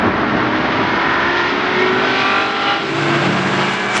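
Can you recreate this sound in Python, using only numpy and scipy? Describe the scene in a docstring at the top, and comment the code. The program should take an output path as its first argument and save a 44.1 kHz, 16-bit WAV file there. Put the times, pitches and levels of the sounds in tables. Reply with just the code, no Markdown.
"""A roaring pack of eight-cylinder race cars accelerates out of a bend and up a straight toward the listener.
The lead car climbs in pitch and lifts off at 2.8 s; the cars behind keep pulling, exhausts crackling.
Each engine sings at multiples (orders) of its cycle rate, 1/8 of its firing rate, over the noise of
exhaust gas and tyres. Trees and walls scatter the sound."""
import sys
import numpy as np
from scipy import signal
from scipy.fft import rfft, irfft, next_fast_len
from scipy.io import wavfile
from scipy.ndimage import map_coordinates

SR = 44100
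rng = np.random.default_rng(int(sys.argv[2]) if len(sys.argv) > 2 else 0)


def generate_wav(signal):
    """Clip the signal to [-1, 1] and save it as 16-bit WAV at the path in sys.argv[1]."""
    frames = np.transpose(np.atleast_2d(signal))
    scaled = np.clip(frames, -1, 1) * 32767
    pcm = np.round(scaled).astype(np.int16)
    wavfile.write(sys.argv[1], SR, pcm)


N = 176400
CYLINDERS = 8


def amp(db):
    """Decibels to gain."""
    return 10 ** (np.asarray(db) / 20)


def unit(x):
    """Scale to rms 1."""
    return x / np.sqrt(np.mean(x ** 2) + 1e-20)


def gain_at(spectrum, hz):
    """Gain from (f/Hz, level/dB) points on a log frequency axis."""
    f, db = np.transpose(spectrum)
    return amp(np.interp(np.log(hz + 1), np.log(f + 1), db))


def curves(rows):
    """One per-sample curve for each column after t/s."""
    t_s, *columns = np.transpose(rows)
    return [np.interp(np.arange(N) / SR, t_s, column) for column in columns]


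def wobble(knots_per_s):
    """Smooth random curve, rms about 1."""
    grid = np.linspace(0, N / SR * knots_per_s, 1024)
    spline = map_coordinates(rng.standard_normal(1024), [grid], mode='wrap')
    return np.interp(np.linspace(0, grid[-1], N), grid, spline)


def filtered(x, response):
    """Zero-phase filter with gain response(hz)."""
    size = next_fast_len(N + SR // 2)
    return irfft(rfft(x, size) * response(np.fft.rfftfreq(size, 1 / SR)), size)[..., :N]


def noise(spectrum):
    """Coloured noise, rms 1."""
    return unit(filtered(rng.standard_normal(N), lambda hz: gain_at(spectrum, hz)))


def pop(spectrum, size=1024):
    """Minimum-phase pressure pulse, peak 1."""
    cepstrum = irfft(np.log(gain_at(spectrum, np.fft.rfftfreq(size, 1 / SR))))
    cepstrum[1:size // 2] *= 2
    cepstrum[size // 2 + 1:] = 0
    pulse = irfft(np.exp(rfft(cepstrum)))
    return pulse / np.abs(pulse).max()


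def engine_cycles(firing_hz, jitter=.0008):
    """Cycles turned so far, at a slightly uneven speed."""
    return np.cumsum(firing_hz * (1 + jitter * wobble(25))) / SR / CYLINDERS


def engine_lines(cycles, orders, blur_rad_per_order=0, fade_db=2.2, fuzz=.15):
    """One sine per (order, rms level/dB), each fading and blurring on its own in turbulent air."""
    out = np.zeros(N)
    for order, db in orders:
        phase = 2 * np.pi * (order * cycles + rng.random())
        phase += (fuzz + blur_rad_per_order * order) * wobble(45)
        out += amp(db + fade_db * wobble(7)) * (1 + fuzz * wobble(70)) * np.sin(phase)
    return np.sqrt(2) * out


# envelopes: t/s, relative level/dB
BOOM_DB = [(0, -16), (.8, -17), (1.2, -21.5), (2.15, -20.5), (2.5, -27.5), (2.8, -23), (3.1, -16.5),
           (3.5, -18), (3.75, -28.5), (4, -25)]
RUMBLE_DB = [(0, -38.5), (1.2, -40), (2.4, -49.5), (4, -64)]
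# surges: t/s, boost/dB
SURGES_DB = [(.07, 5), (.36, 3.5), (.81, 3.5)]
# spectra: f/Hz, relative level/dB
BOOM_SPECTRUM = [(50, -43.5), (85, -1), (120, 13), (160, 7), (220, 14), (320, 13), (420, 12), (520, 2.5),
                 (640, 9.5), (1000, -73)]
RUMBLE_SPECTRUM = [(15, -38.5), (30, -15.5), (45, 22), (80, 28), (130, 25), (300, -91.5)]


def exhaust_boom(boom_trim_db=-6, surge_s=.04):
    """Boom and deep rumble, surging as the pack powers out of the bend."""
    boom = amp(curves(BOOM_DB)[0] + boom_trim_db) * noise(BOOM_SPECTRUM)
    rumble = amp(curves(RUMBLE_DB)[0]) * noise(RUMBLE_SPECTRUM)
    t_s = np.arange(N) / SR
    surge_db = sum(db * np.exp(-((t_s - at_s) / surge_s) ** 2) for at_s, db in SURGES_DB)
    return amp(surge_db) * (boom + rumble)


# roar envelope: t/s, relative middle level/dB, treble level/dB
ROAR_DB = [(0, -14, -34), (.1, -16, -34.5), (.22, -17.5, -33), (.85, -16.5, -28), (1.25, -16.5, -27.5),
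           (1.42, -20.5, -23.5), (1.6, -17, -28), (1.82, -18.5, -24.5), (1.93, -20.5, -28.5),
           (2.05, -15, -25.5), (2.19, -26, -21), (2.38, -22, -26.5), (2.53, -24, -26.5),
           (2.7, -24.5, -24.5), (2.88, -23.5, -29), (3.13, -15, -25), (3.5, -18, -28), (3.6, -16, -24.5),
           (3.87, -22, -31), (3.96, -14, -24.5), (4, -20.5, -26)]
# hiss envelope: t/s, level/dB
HISS_DB = [(0, -73.5), (1.4, -64.5), (2.4, -49), (2.75, -53.5), (3, -43), (3.7, -40.5), (3.9, -43.5),
           (3.97, -27), (4, -39)]
# spectra: f/Hz, relative level/dB
MIDDLE_SPECTRUM = [(200, -23.5), (400, -10), (510, -7.5), (700, -2), (1000, -3), (1400, -2), (1850, -6),
                   (2400, -14), (4500, -34), (7000, -63.5), (8500, -120)]
TREBLE_SPECTRUM = [(1400, -25), (2100, 2), (3300, -2), (4200, -7.5), (5200, -13), (6500, -25), (7500, -39),
                   (8800, -100)]
HISS_SPECTRUM = [(3000, -20), (5500, 0), (7400, 0), (8400, -8), (10300, -34)]


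def pack_roar(cycles, middle_trim_db=-3.5, throb_depth=.13, flutter_db=.7):
    """Turbulent exhaust gas and tyre noise, throbbing at one engine's firing rate."""
    middle_db, treble_db = curves(ROAR_DB)
    throb = unit(1 + throb_depth * np.cos(2 * np.pi * CYLINDERS * cycles))
    flutter = amp(flutter_db * wobble(45))
    middle = amp(middle_db + middle_trim_db) * noise(MIDDLE_SPECTRUM)
    treble = amp(treble_db) * noise(TREBLE_SPECTRUM)
    hiss = amp(curves(HISS_DB)[0]) * noise(HISS_SPECTRUM)
    return throb * flutter * (middle + treble + hiss)


# cars far off at high revs, picking up in a higher gear, back in the pack: t/s, firing f/Hz, level/dB
DISTANT_RUN = [(0, 368, -39), (.8, 386, -33), (1.4, 406, -36), (1.75, 420, -30), (2.2, 435, -33),
               (2.7, 444, -33), (2.95, 440, -41), (4, 414, -35)]
PICKUP_RUN = [(3.1, 287, -54), (3.27, 292.8, -25.5), (3.5, 304.8, -28.5), (3.75, 304.7, -38),
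              (4, 323.2, -37)]
TRAILING_RUN = [(0, 199, -29), (.4, 212, -33), (1.4, 236, -46), (2.1, 256, -27), (2.35, 263, -37),
                (2.62, 270, -35), (2.8, 268, -48)]
# their lines: order, relative level/dB
DISTANT_ORDERS = [(4, -5), (8, 0)]
PICKUP_ORDERS = [(3, -6), (5, 3.5), (6, -5.5), (8, -3)]
TRAILING_ORDERS = [(4, -18.5), (8, 1)]


def pack_car(run, orders):
    """An engine of which only a few lines carry."""
    firing_hz, level_db = curves(run)
    return engine_lines(engine_cycles(firing_hz), [(order, level_db + db) for order, db in orders])


# firing pulse spectrum: f/Hz, relative level/dB
FIRING_SPECTRUM = [(60, -25), (250, -3), (1000, 0), (2200, -2), (3500, -10), (6500, -30), (7800, -50),
                   (9000, -90)]


def firings(cycles, cylinder_spread_db, chance_spread_db, scatter_s=.0004):
    """One pulse per firing; size varies by cylinder and by chance, turbulence scatters the arrival."""
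    fired = np.flatnonzero(np.diff(np.floor(cycles * CYLINDERS)))
    cylinder = rng.standard_normal(CYLINDERS)[np.arange(len(fired)) % CYLINDERS]
    chance, delay = np.minimum(rng.standard_normal((2, N))[:, :len(fired)], 2)
    arrivals = np.clip(fired + delay * scatter_s * SR, 0, N - 1).astype(int)
    train = np.bincount(arrivals, amp(cylinder_spread_db * cylinder + chance_spread_db * chance), N)
    return -unit(signal.fftconvolve(train - train.mean(), pop(FIRING_SPECTRUM))[:N])


# crackle envelope: t/s, level/dB
CRACKLE_DB = [(0, -31), (2.3, -29), (2.85, -35), (3.63, -26), (4, -29)]


def exhaust_crackle(lead_cycles, second_cycles):
    """Rasp of the two front cars' firing pulses."""
    lead = firings(lead_cycles, cylinder_spread_db=0, chance_spread_db=3)
    second = firings(second_cycles, cylinder_spread_db=1.5, chance_spread_db=6.5)
    return amp(curves(CRACKLE_DB)[0]) * unit(lead + second)


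# cracks: t/s, peak level/dB before clipping
CRACKS_DB = [(3.636, -18.5), (3.697, -16.5), (3.738, -8.5), (3.9688, 0.5), (3.978, 1.5)]
# crack spectrum: f/Hz, relative level/dB
CRACK_SPECTRUM = [(80, -7.5), (400, 1), (2500, 12), (7000, -5), (11000, -2.5)]


def exhaust_cracks():
    """Single sharp pressure pulses from the nearest exhaust."""
    t_s, peak_db = np.transpose(CRACKS_DB)
    train = np.bincount(np.round(t_s * SR).astype(int), amp(peak_db), N)[:N]
    return -signal.fftconvolve(train, pop(CRACK_SPECTRUM))[:N]


# second car's revs: t/s, firing f/Hz
SECOND_FIRING_HZ = [(0, 238), (1.2, 269), (2, 302.5), (2.7, 325), (3.1, 338.5), (3.3, 346.5), (3.65, 357),
                    (4, 372)]
# its envelope: t/s, firing note level/dB, overtone level/dB
SECOND_DB = [(0, -32.5, -33), (2.6, -36, -46), (2.9, -29, -41), (3.12, -22.5, -32), (3.45, -29, -36),
             (3.62, -30, -29.5), (3.78, -36, -32), (4, -33, -42)]
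# its close-range overtones: t/s, level/dB
CLOSE_DB = [(3.5, -70), (3.75, -39), (3.95, -27)]
# both overtone sets: order, relative level/dB
SECOND_ORDERS = [(5, -5), (16, -8), (19, -3), (22, -4), (25, -4), (35, 0), (37, 1.5), (45, -6), (52, -6),
                 (64, -5)]
CLOSE_ORDERS = [(16, 0), (34, -3), (50, -1)]


def second_car(cycles):
    """Keeps accelerating as the lead car lifts off; more overtones break out as it draws level."""
    note_db, overtone_db = curves(SECOND_DB)
    close_db, = curves(CLOSE_DB)
    lines = [(CYLINDERS, note_db)]
    lines += [(order, overtone_db + db) for order, db in SECOND_ORDERS]
    lines += [(order, close_db + db) for order, db in CLOSE_ORDERS]
    return engine_lines(cycles, lines)


def resonance_gain(peaks, hz):
    """Exhaust resonances, summed in power."""
    grid_hz = np.arange(0, SR / 8, 2)
    power = sum(amp(db) ** 2 / (1 + (2 * (grid_hz - centre_hz) / width_hz) ** 2)
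                for centre_hz, width_hz, db in peaks)
    return np.interp(hz, grid_hz, np.sqrt(power))


# lead car's revs: t/s, firing f/Hz
LEAD_FIRING_HZ = [(0, 298), (.35, 306), (.7, 317), (1.4, 351), (1.8, 368.5), (2.4, 395), (2.75, 404),
                  (2.86, 389), (3.2, 381), (4, 360)]
# its pass: t/s, firing note level/dB, overtone level/dB, aspect (0 head-on, 1 side-on)
LEAD_PASS = [(0, -33, -35, 0), (.45, -23, -34, 0), (.72, -26, -33, 0), (.98, -30, -27.5, 0),
             (1.4, -27, -27.5, 0), (1.6, -26, -31, .1), (1.78, -18.5, -28.5, .3), (2.05, -27, -27.5, .8),
             (2.38, -31, -25, 1), (2.53, -33, -31, 1), (2.72, -32, -25.5, 1), (2.85, -29, -37, 1),
             (3.4, -46, -55, 1)]
# snarl, a bright peak climbing as the car swings past: t/s, f/Hz, level/dB
SNARL_PEAK = [(.8, 1700, -46), (1.2, 1750, -28.5), (1.43, 1820, -27.5), (1.6, 1900, -40), (1.82, 2190, -29),
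              (2.02, 2380, -40), (2.42, 2500, -26.5), (2.5, 2560, -46), (2.56, 2900, -40),
              (2.72, 2920, -31), (2.9, 2920, -62)]
# coasting drone: t/s, level/dB
COAST_DB = [(2.8, -48), (2.95, -24.5), (3.12, -24), (3.3, -33.5), (3.6, -28), (3.78, -43.5)]
# drone lines: order, relative level/dB
COAST_ORDERS = [(3, 1.5), (6, -12.5)]
# uneven firing of the two banks: gain/dB at 0-4 orders from a multiple of the firing rate
BANK_DB = [0, -5.5, -11, -3, -4]
# exhaust resonances: f/Hz, width/Hz, gain/dB
HEAD_ON_PEAKS = [(925, 20, 1.5), (993, 44, 4), (1385, 60, 1.5), (1505, 40, -1), (1845, 45, 2),
                 (2150, 70, -4), (3600, 1000, -22)]
SIDE_ON_PEAKS = [(680, 130, -4), (802, 30, 3.5), (1030, 60, -4), (1168, 18, 2.5), (1380, 70, 4.5),
                 (1590, 55, -1.5), (1900, 130, -4), (3300, 260, -11), (4000, 200, -14)]


def lead_car(cycles, top_order=83, snarl_width_hz=170, far_blur_rad_per_order=.005):
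    """Overtones flare in the exhaust's resonances and sharpen as the car nears; coasting, it drones."""
    note_db, overtone_db, aspect = curves(LEAD_PASS)
    snarl_hz, snarl_db = curves(SNARL_PEAK)
    coast_db, = curves(COAST_DB)
    cycle_hz = curves(LEAD_FIRING_HZ)[0] / CYLINDERS
    lines = [(CYLINDERS, note_db)] + [(order, coast_db + db) for order, db in COAST_ORDERS]
    for order in range(CYLINDERS + 1, top_order + 1):
        hz = order * cycle_hz
        head_on = (1 - aspect) * resonance_gain(HEAD_ON_PEAKS, hz)
        side_on = aspect * resonance_gain(SIDE_ON_PEAKS, hz)
        bank_db = BANK_DB[min(order % CYLINDERS, -order % CYLINDERS)]
        overtone = amp(overtone_db + bank_db) * (head_on + side_on)
        snarl = amp(snarl_db) / (1 + (2 * (hz - snarl_hz) / snarl_width_hz) ** 2)
        lines.append((order, 20 * np.log10(np.hypot(overtone, snarl))))
    return engine_lines(cycles, lines, far_blur_rad_per_order * (1 - aspect))


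# stereo width: f/Hz, side level/dB re mid
WIDTH_DB = [(400, -39), (2000, -25), (8000, -11)]


def trackside_scatter(mid, rt60_s=.06):
    """Side signal: short reflections off trees and walls, mostly treble."""
    t_s = np.arange(SR // 10) / SR
    tail = rng.standard_normal(len(t_s)) * amp(-60 * t_s / rt60_s)
    reflections = signal.fftconvolve(mid, tail / np.linalg.norm(tail))[:N]
    return filtered(reflections, lambda hz: gain_at(WIDTH_DB, hz))


def scene(balance_db=-.15):
    """All cars straight ahead, widened a little by scattered sound."""
    lead_cycles = engine_cycles(curves(LEAD_FIRING_HZ)[0])
    second_cycles = engine_cycles(curves(SECOND_FIRING_HZ)[0])
    mid = pack_car(DISTANT_RUN, DISTANT_ORDERS)
    mid += pack_car(PICKUP_RUN, PICKUP_ORDERS)
    mid += pack_car(TRAILING_RUN, TRAILING_ORDERS)
    mid += lead_car(lead_cycles) + second_car(second_cycles)
    mid += exhaust_crackle(lead_cycles, second_cycles) + exhaust_cracks()
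    mid += pack_roar(second_cycles) + exhaust_boom()
    side = trackside_scatter(mid)
    return np.array([(mid + side) * amp(balance_db / 2), (mid - side) * amp(-balance_db / 2)])


def record(dry, clip_level=.92, cutoff_hz=10400):
    """Hard clip of the highest peaks, then a brick-wall low-pass."""
    return filtered(np.clip(dry, -clip_level, clip_level), lambda hz: hz < cutoff_hz)


dry = scene()
out = record(dry)
generate_wav(out)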